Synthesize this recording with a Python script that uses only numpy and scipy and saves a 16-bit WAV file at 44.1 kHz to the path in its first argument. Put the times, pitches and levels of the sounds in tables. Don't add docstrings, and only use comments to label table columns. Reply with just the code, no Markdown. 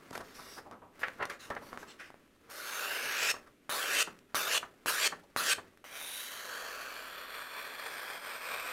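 import sys
import numpy as np
from scipy import signal
from scipy.fft import rfft, irfft, next_fast_len
from scipy.io import wavfile
from scipy.ndimage import uniform_filter1d

SR = 44100
rng = np.random.default_rng(int(sys.argv[2]) if len(sys.argv) > 2 else 0)


def file_out(sig):
    cols = np.atleast_2d(sig).T
    lim = np.clip(cols, -1, 1)
    pcm = np.round(lim * 32767).astype(np.int16)
    wavfile.write(sys.argv[1], SR, pcm)


N = 384552

# frequency in Hz, level in dB.
CRINKLE_SPECTRUM = [(500, -10), (2000, 5.5), (5500, 5.5), (8000, -1.5), (12000, -2), (16000, -28)]
# start and end in seconds, level in dB, opening pop in dB, time to
# grip in seconds, extra entry force in dB, the strip's final low ring in Hz and its boost in dB,
# the high ring's first and last pitch in Hz, recoil in dB.
QUICK_STROKES = [(2.496, 3.32, -40.5, -43, 0.0023, -11, 2700, 11.5, 6240, 5570, -46.5),
                 (3.694, 4.031, -38.5, -23, 0.0026, 0, 2800, 7.5, 7400, 7950, -40),
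                 (4.346, 4.585, -39.5, -17, 0.0036, 5.5, 2820, 10, 5600, 7900, -38.5),
                 (4.86, 5.08, -38.5, -18.5, 0.017, 10, 2400, 1.5, 7050, 7100, -37.5),
                 (5.363, 5.538, -38, -14.5, 0.0063, 3, 3050, 4.5, 7000, 7700, -40)]
RECOIL_DELAY_S = 0.0464
FRAMING = dict(nperseg=512, noverlap=384)


def amp(db):
    return 10 ** (np.asarray(db) / 20)


def unit_rms(x):
    return x / np.sqrt(np.mean(x ** 2) + 1e-20)


def curve_at(points, hz):
    f, value = np.transpose(points)
    return np.interp(np.log(hz + 1), np.log(f + 1), value)


def add(mix, start, sound):
    part = mix[max(round(start * SR), 0):][:len(sound)]
    part += sound[:len(part)]


def span(x, start, size):
    return np.take(x, round(start * SR) + np.arange(size), mode="wrap")


def coloured(x, spectrum, shift=1):
    size = next_fast_len(len(x))
    hz = np.fft.rfftfreq(size, 1 / SR)
    gain = amp(curve_at(spectrum, hz / shift))
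    return unit_rms(irfft(rfft(x, size) * gain, size)[:len(x)])


def held(t, start, end, attack, t60):
    return np.clip((t - start) / attack, 0, 1) * amp(-60 * np.maximum(t - end, 0) / t60)


def bell(t, centre, width):
    return np.exp(-((t - centre) / width) ** 2)


def resonance(hz, centre_hz, width_hz):
    return 2 ** -(2 * (hz[:, None] - centre_hz) / width_hz) ** 2


def unevenness(size, depth_db):
    wander = uniform_filter1d(uniform_filter1d(rng.standard_normal(N), size), size)
    return amp(depth_db * unit_rms(wander))


def snaps(per_s, spread_db):
    strength = amp(spread_db * np.minimum(rng.exponential(1, N), 4))
    return unit_rms(strength * rng.choice([-1, 1], N) * (rng.random(N) < per_s / SR))


def ripple_db(bins, frames, drift_frames):
    field = uniform_filter1d(rng.standard_normal((bins, frames)), size=4, axis=0, mode="wrap")
    depth_db = np.interp(drift_frames, [40, 220], [3.5, 2.5])
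    return depth_db * unit_rms(uniform_filter1d(field, size=drift_frames, axis=1, mode="wrap"))


def room_tone(level_db=-67):
    # frequency in Hz, level in dB.
    spectrum = [(25, -1.5), (60, -3.5), (120, -4), (200, 0), (250, 4.5), (350, 2.5), (480, -5), (650, -8),
                (1000, -28), (1500, -15), (2500, -13), (5000, -23), (14000, -25), (16000, -47)]
    return amp(level_db) * coloured(rng.standard_normal(N), spectrum)


def hum(hz=46, level_db=-74):
    swells = [(6.45, 7.4), (8.35, 8.72)]
    t = np.arange(N) / SR
    envelope = sum(held(t, start, end, attack=.25, t60=1.2) for start, end in swells)
    return amp(level_db) * envelope * np.sqrt(2) * np.sin(2 * np.pi * hz * t)


def room_reverb(x, wet_db):
    # frequency in Hz, time to fall 60 dB in seconds.
    decay_times = [(150, 0.69), (1000, 0.21), (4000, 0.19), (14000, 0.16)]
    size = SR // 2
    taps = rng.standard_normal(size) * (rng.random(size) < 4000 / SR)
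    taps *= np.arange(size) > .004 * SR
    hz, t, spectra = signal.stft(taps, SR, nperseg=256)
    decay = amp(-60 * t / curve_at(decay_times, hz)[:, None])
    tail = signal.istft(spectra * decay, SR, nperseg=256)[1]
    return amp(wet_db) * signal.fftconvolve(x, tail / np.linalg.norm(tail))[:N]


def page_wavering(stir_s=0.097, stir_db=-67, settle_db=-54):
    # start and end in seconds, level in dB.
    moves = [(-0.1, 0.596, -58), (0.91, 1.3, -57.5), (1.4, 1.89, -57.5), (1.944, 2.51, -70)]
    # frequency in Hz, level in dB.
    spectrum = [(40, -4.5), (150, -4), (400, 2.5), (800, -6.5), (1300, -1.5), (2000, -6.5), (3200, -15),
                (8000, -22), (16000, -27)]
    t = np.arange(N) / SR
    buckles = snaps(per_s=2500, spread_db=2.0) * unevenness(size=500, depth_db=1.8)
    motion = sum(amp(db) * held(t, start, end, attack=0.083, t60=.6) for start, end, db in moves)
    for start, end, *_ in QUICK_STROKES:
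        motion += amp(stir_db) * held(t, start - stir_s, start, attack=stir_s, t60=.6)
        motion += amp(settle_db) * held(t, end, end, attack=RECOIL_DELAY_S, t60=0.77)
    return coloured(buckles, spectrum) * motion


def finger_slides(t60=.14):
    # start and end in seconds, then level, page ring and squeak in dB.
    slides = [(0.12, 0.18, -57, 0, 8), (0.23, 0.34, -64, 2, 6), (0.34, 0.584, -58, 8.5, 9),
              (0.99, 1.013, -56.5, 2, 10), (1.307, 1.343, -59, 0, 0), (1.389, 1.468, -53, -2, 0),
              (1.612, 1.698, -65, 6, 12), (1.777, 1.83, -59.5, 4, 6), (1.872, 1.915, -54.5, 1, -9),
              (1.981, 2.08, -63, 3, -3)]
    # frequency in Hz, level in dB.
    spectrum = [(300, -7), (1300, 11.5), (2500, 8), (4000, 6), (5400, 3.5), (7000, 1.5), (9000, -2),
                (12000, -6.5), (16000, -10)]
    out = np.zeros(N)
    rub = coloured(snaps(per_s=8700, spread_db=1.0), spectrum)
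    for start, end, db, ring_db, squeak_db in slides:
        t = np.arange(start, end + t60, 1 / SR)
        hz, when, spectra = signal.stft(span(rub, start, len(t)), SR, **FRAMING)
        ring = ring_db * resonance(hz, centre_hz=5370, width_hz=1200)
        squeak = squeak_db * resonance(hz, centre_hz=12100, width_hz=5500)
        ripple = ripple_db(len(hz), len(when), drift_frames=40)
        hiss = signal.istft(spectra * amp(ring + squeak + ripple), **FRAMING)[1][:len(t)]
        add(out, start, amp(db) * hiss * held(t, start, end, attack=0.017, t60=t60))
    return out


def crease_streams():
    return snaps(per_s=3500, spread_db=1.5), snaps(per_s=4000, spread_db=2.0)


def flap(creases, peak_s, db, rise, t60, hz, crinkle_db, reference_hz=1400):
    # frequency in Hz, level in dB.
    bend_spectrum = [(40, -18), (150, -13), (400, -1), (800, -2), (1250, 1.5), (1600, 2.5), (2000, -1.5),
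                     (2800, -15), (4500, -28), (16000, -84)]
    buckles, crinkles = creases
    t = np.arange(-2 * rise, t60, 1 / SR)
    swell = np.where(t < 0, bell(t, 0, rise), amp(-60 * t / t60))
    tightness = hz / reference_hz
    bass_slope = max(tightness, .95) ** 8.2
    spectrum = [(f, level * bass_slope if f < reference_hz else level) for f, level in bend_spectrum]
    body = coloured(span(buckles, peak_s, len(t)), spectrum, shift=tightness)
    body /= np.sqrt(uniform_filter1d(body ** 2, size=300) + 1e-6)
    crinkle = amp(crinkle_db - 5.5) * swell * coloured(span(crinkles, peak_s, len(t)), CRINKLE_SPECTRUM)
    return peak_s + t[0], amp(db + 1.0) * swell * (body + crinkle)


def pop(db, hz, tick_db, ring_t60=0.0033, tick_t60=0.015):
    t = np.arange(1400) / SR
    swing = -np.sin(2 * np.pi * hz * t) * amp(-60 * t / ring_t60)
    low_cut = signal.butter(1, 170, "high", fs=SR, output="sos")
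    tick = coloured(rng.standard_normal(len(t)), CRINKLE_SPECTRUM) * amp(-60 * t / tick_t60)
    return amp(db + 3.5) * signal.sosfilt(low_cut, swing) + amp(tick_db + 3.0) * tick


def page_bending():
    # peak time in seconds, gain in dB, rise and 60 dB decay in seconds,
    # centre in Hz, crinkle send in dB.
    flaps = [(0.131, -44.5, 0.0023, 0.094, 1060, -1), (0.155, -36.5, 0.004, 0.046, 1330, -3),
             (0.212, -44.5, 0.016, 0.095, 1110, -6), (0.396, -48.5, 0.0095, 0.16, 1060, -11),
             (0.588, -46.5, 0.019, 0.093, 1130, -6), (0.666, -50.5, 0.009, 0.23, 740, -32),
             (0.726, -49, 0.014, 0.24, 935, -15), (0.82, -52, 0.0022, 0.34, 844, -31),
             (1.02, -45, 0.0065, 0.1, 1390, -12), (1.034, -26.5, 0.002, 0.074, 1650, -30),
             (1.072, -45, 0.04, 0.18, 1610, -27), (1.213, -36.5, 0.016, 0.16, 1280, -35),
             (1.23, -30.5, 0.0082, 0.064, 1510, -15), (1.299, -39, 0.0025, 0.19, 1550, -2),
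             (1.506, -34.5, 0.0018, 0.14, 1230, -15), (1.568, -36.5, 0.004, 0.06, 1390, -30),
             (1.625, -50, 0.0063, 0.17, 865, -15), (1.733, -47, 0.0094, 0.16, 970, -12),
             (1.832, -46, 0.0041, 0.064, 1150, -10), (2.003, -46.5, 0.0093, 0.33, 1750, -6),
             (3.343, -40, 0.0029, 0.037, 970, -7), (3.477, -56.5, 0.015, 0.08, 1180, -7.5),
             (5.24, -58.5, 0.0086, 0.087, 700, -3.5)]
    # start in seconds, swing gain in dB, ring in Hz, tick gain in dB.
    pops = [(0.1081, -37, 1120, -48), (0.1121, -25, 388, -65), (0.1775, -24, 775, -41.5),
            (0.7122, -35, 840, -55), (0.9937, -40, 1090, -52), (1.084, -25.5, 1900, -55),
            (1.254, -25, 1090, -39), (1.5028, -29, 1160, -46), (1.551, -35, 1200, -51.5),
            (1.7304, -29.5, 1140, -74), (1.7749, -25.5, 1450, -55), (2.1034, -35, 900, -60),
            (2.1429, -35, 690, -67), (4.1895, -59, 1880, -55.5), (5.774, -47, 1560, -60)]
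    out, creases = np.zeros(N), crease_streams()
    for bend in flaps:
        add(out, *flap(creases, *bend))
    for start, *buckle in pops:
        add(out, start, pop(*buckle))
    return out


def opening_pop(db):
    return pop(db, hz=1260, tick_db=db - 22)


def ringing_sheet(fibres, levels_db, modes_at, drift_frames, rasp_hz=2100, fizz_hz=9000):
    # frequency in Hz, level in dB.
    spectrum = [(40, -67), (120, -17.5), (250, -20), (420, -4.5), (560, -1.5), (820, -8), (1150, -1.5),
                (1600, 3.5), (2050, -4.5), (2700, -6.5), (3700, -9), (8000, -13.5), (13000, -2),
                (16000, -12.5)]
    hz, when, spectra = signal.stft(fibres, SR, **FRAMING)
    below_rasp = 1 / (1 + (hz / rasp_hz) ** 8)
    below_fizz = 1 / (1 + (hz / fizz_hz) ** 12)
    ripple = ripple_db(len(hz), len(when), drift_frames) * np.minimum(hz / 2500, 1)[:, None] ** .5
    rings = sum(db * resonance(hz, centre, width) for centre, width, db in modes_at(when))
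    colour = amp(curve_at(spectrum, hz)[:, None] + rings + ripple)
    out = np.zeros(len(fibres))
    for share, db in zip([below_rasp, below_fizz - below_rasp, 1 - below_fizz], levels_db):
        band = colour * share[:, None]
        band /= np.sqrt(np.mean(band ** 2, axis=0))
        out += amp(db) * signal.istft(spectra * band, **FRAMING)[1][:len(out)]
    return out


def quick_cut(fibres, start, end, db, grip_s, entry_db, low_hz, low_db, first_hz, last_hz):
    mid_stroke_db = [-0.5, -1, -8.5]
    lengthening_db = [0.5, 1.5, -6.5]
    ripping_db = [2, 10.5, 5.5]
    # first pitch, last pitch and width in Hz, boost in dB.
    taut_modes = [(1170, 1750, 300, 4.5), (4370, 4700, 440, 2.5), (9960, 10700, 370, 11),
                  (12000, 12700, 610, 0)]
    length = end - start
    t = np.arange(0, length, 1 / SR)
    force_db = db + entry_db * bell(t / length, 0, width=0.24) - 14 * bell(t, 0, grip_s)
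    rip = bell(t, centre=length - 0.017, width=0.13 * np.sqrt(length))
    levels_db = [force_db + band_db + drift_db * (t / length - .5) + rip_db * rip
                 for band_db, drift_db, rip_db in zip(mid_stroke_db, lengthening_db, ripping_db)]

    def modes_at(when):
        progress = np.minimum(when / length, 1)
        grown = progress ** 1.46
        page = [(first + (last - first) * progress, width, boost * (1 - grown))
                for first, last, width, boost in taut_modes]
        low_ring = (low_hz * (1 - 0.16 * (1 - progress) ** 2.4), 570, low_db * grown)
        high_ring = (first_hz + (last_hz - first_hz) * progress, 810, 6 * grown)
        return page + [low_ring, high_ring]

    drift_frames = max(round(55 * length), 16)
    release = np.minimum((length - t) / 0.0038, 1)
    return ringing_sheet(span(fibres, start, len(t)), levels_db, modes_at, drift_frames) * release


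def quick_cuts():
    out = np.zeros(N)
    fibres = unit_rms(snaps(per_s=11000, spread_db=1.0) * unevenness(size=150, depth_db=1.0))
    creases = crease_streams()
    for start, end, db, pop_db, *stroke, recoil_db in QUICK_STROKES:
        add(out, start, opening_pop(pop_db))
        add(out, start, quick_cut(fibres, start, end, db, *stroke))
        recoil = flap(creases, end + RECOIL_DELAY_S, recoil_db, rise=.004, t60=.085, hz=1180,
                      crinkle_db=-24)
        add(out, *recoil)
    return out


def slow_cut(start=5.842, skim_at_s=6.157, skim_width_s=0.23, seat_s=0.39, catch_db=-9.5):
    # time in seconds, level in dB.
    pressure = [(5.84, -51), (5.88, -53), (5.96, -44.5), (6.48, -44), (6.56, -42.5), (7.24, -46.5),
                (7.25, -48.5), (7.36, -43), (7.48, -47), (7.59, -42), (7.69, -46), (7.86, -43.5),
                (8.13, -43), (8.21, -47), (8.28, -41.5), (8.41, -44.5), (8.49, -40), (8.72, -40.5)]
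    balance_db = [-2, -6, -14.5]
    skimming_db = [-7.5, 4.5, 10]
    dulling_db_per_s = [-0.05, 0, -0.4]
    # entry pitch, seated pitch and width in Hz,
    # early and late boost in dB, time of the change in seconds.
    curl_modes = [(785, 1100, 430, -1, 3, 5.1), (1900, 2480, 480, -1, 7.5, 6.68),
                  (1930, 3450, 540, 6.5, 6.5, 7.0), (3030, 4380, 580, 9.5, 4.5, 7.9),
                  (5970, 6260, 790, 5, -5.5, 6.98), (8400, 8720, 910, 0, 9, 7.27),
                  (9400, 9700, 1600, 4, -2.5, 6.1), (12600, 12400, 490, -3, 5, 7.2),
                  (15000, 13500, 840, -1, 8, 6.8)]
    out, t = np.zeros(N), np.arange(start, N / SR, 1 / SR)
    fibres = snaps(per_s=7000, spread_db=3.0) * unevenness(size=260, depth_db=1.0)
    fibres = unit_rms(fibres + amp(catch_db) * snaps(per_s=160, spread_db=-1.5))
    pressure_db = np.interp(t, *np.transpose(pressure))
    skim = bell(t, skim_at_s, skim_width_s)
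    levels_db = [pressure_db + band_db + skim_db * skim + slope * (t - t.mean())
                 for band_db, skim_db, slope in zip(balance_db, skimming_db, dulling_db_per_s)]

    def modes_at(when):
        seated = 1 - np.exp(-when / seat_s)
        modes = [(10000, 1900, 10 * bell(start + when, skim_at_s, skim_width_s))]
        for entry_hz, seated_hz, width_hz, early_db, late_db, change_s in curl_modes:
            late = .5 + .5 * np.tanh((start + when - change_s) / 0.11)
            centre_hz = entry_hz + (seated_hz - entry_hz) * seated
            modes.append((centre_hz, width_hz, early_db + (late_db - early_db) * late))
        return modes

    add(out, start, opening_pop(db=-37))
    add(out, start, ringing_sheet(span(fibres, start, len(t)), levels_db, modes_at, drift_frames=220))
    return out


def scene():
    paper = quick_cuts() + slow_cut() + page_bending() + page_wavering() + finger_slides()
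    background = room_tone() + hum()
    return np.tile(background + paper + room_reverb(paper, wet_db=-11.5), (2, 1))


def record(dry):
    low_pass = signal.firwin(511, cutoff=15850, window=("kaiser", 9), fs=SR)
    return signal.oaconvolve(dry, low_pass[None], "same")


dry = scene()
out = record(dry)
file_out(out)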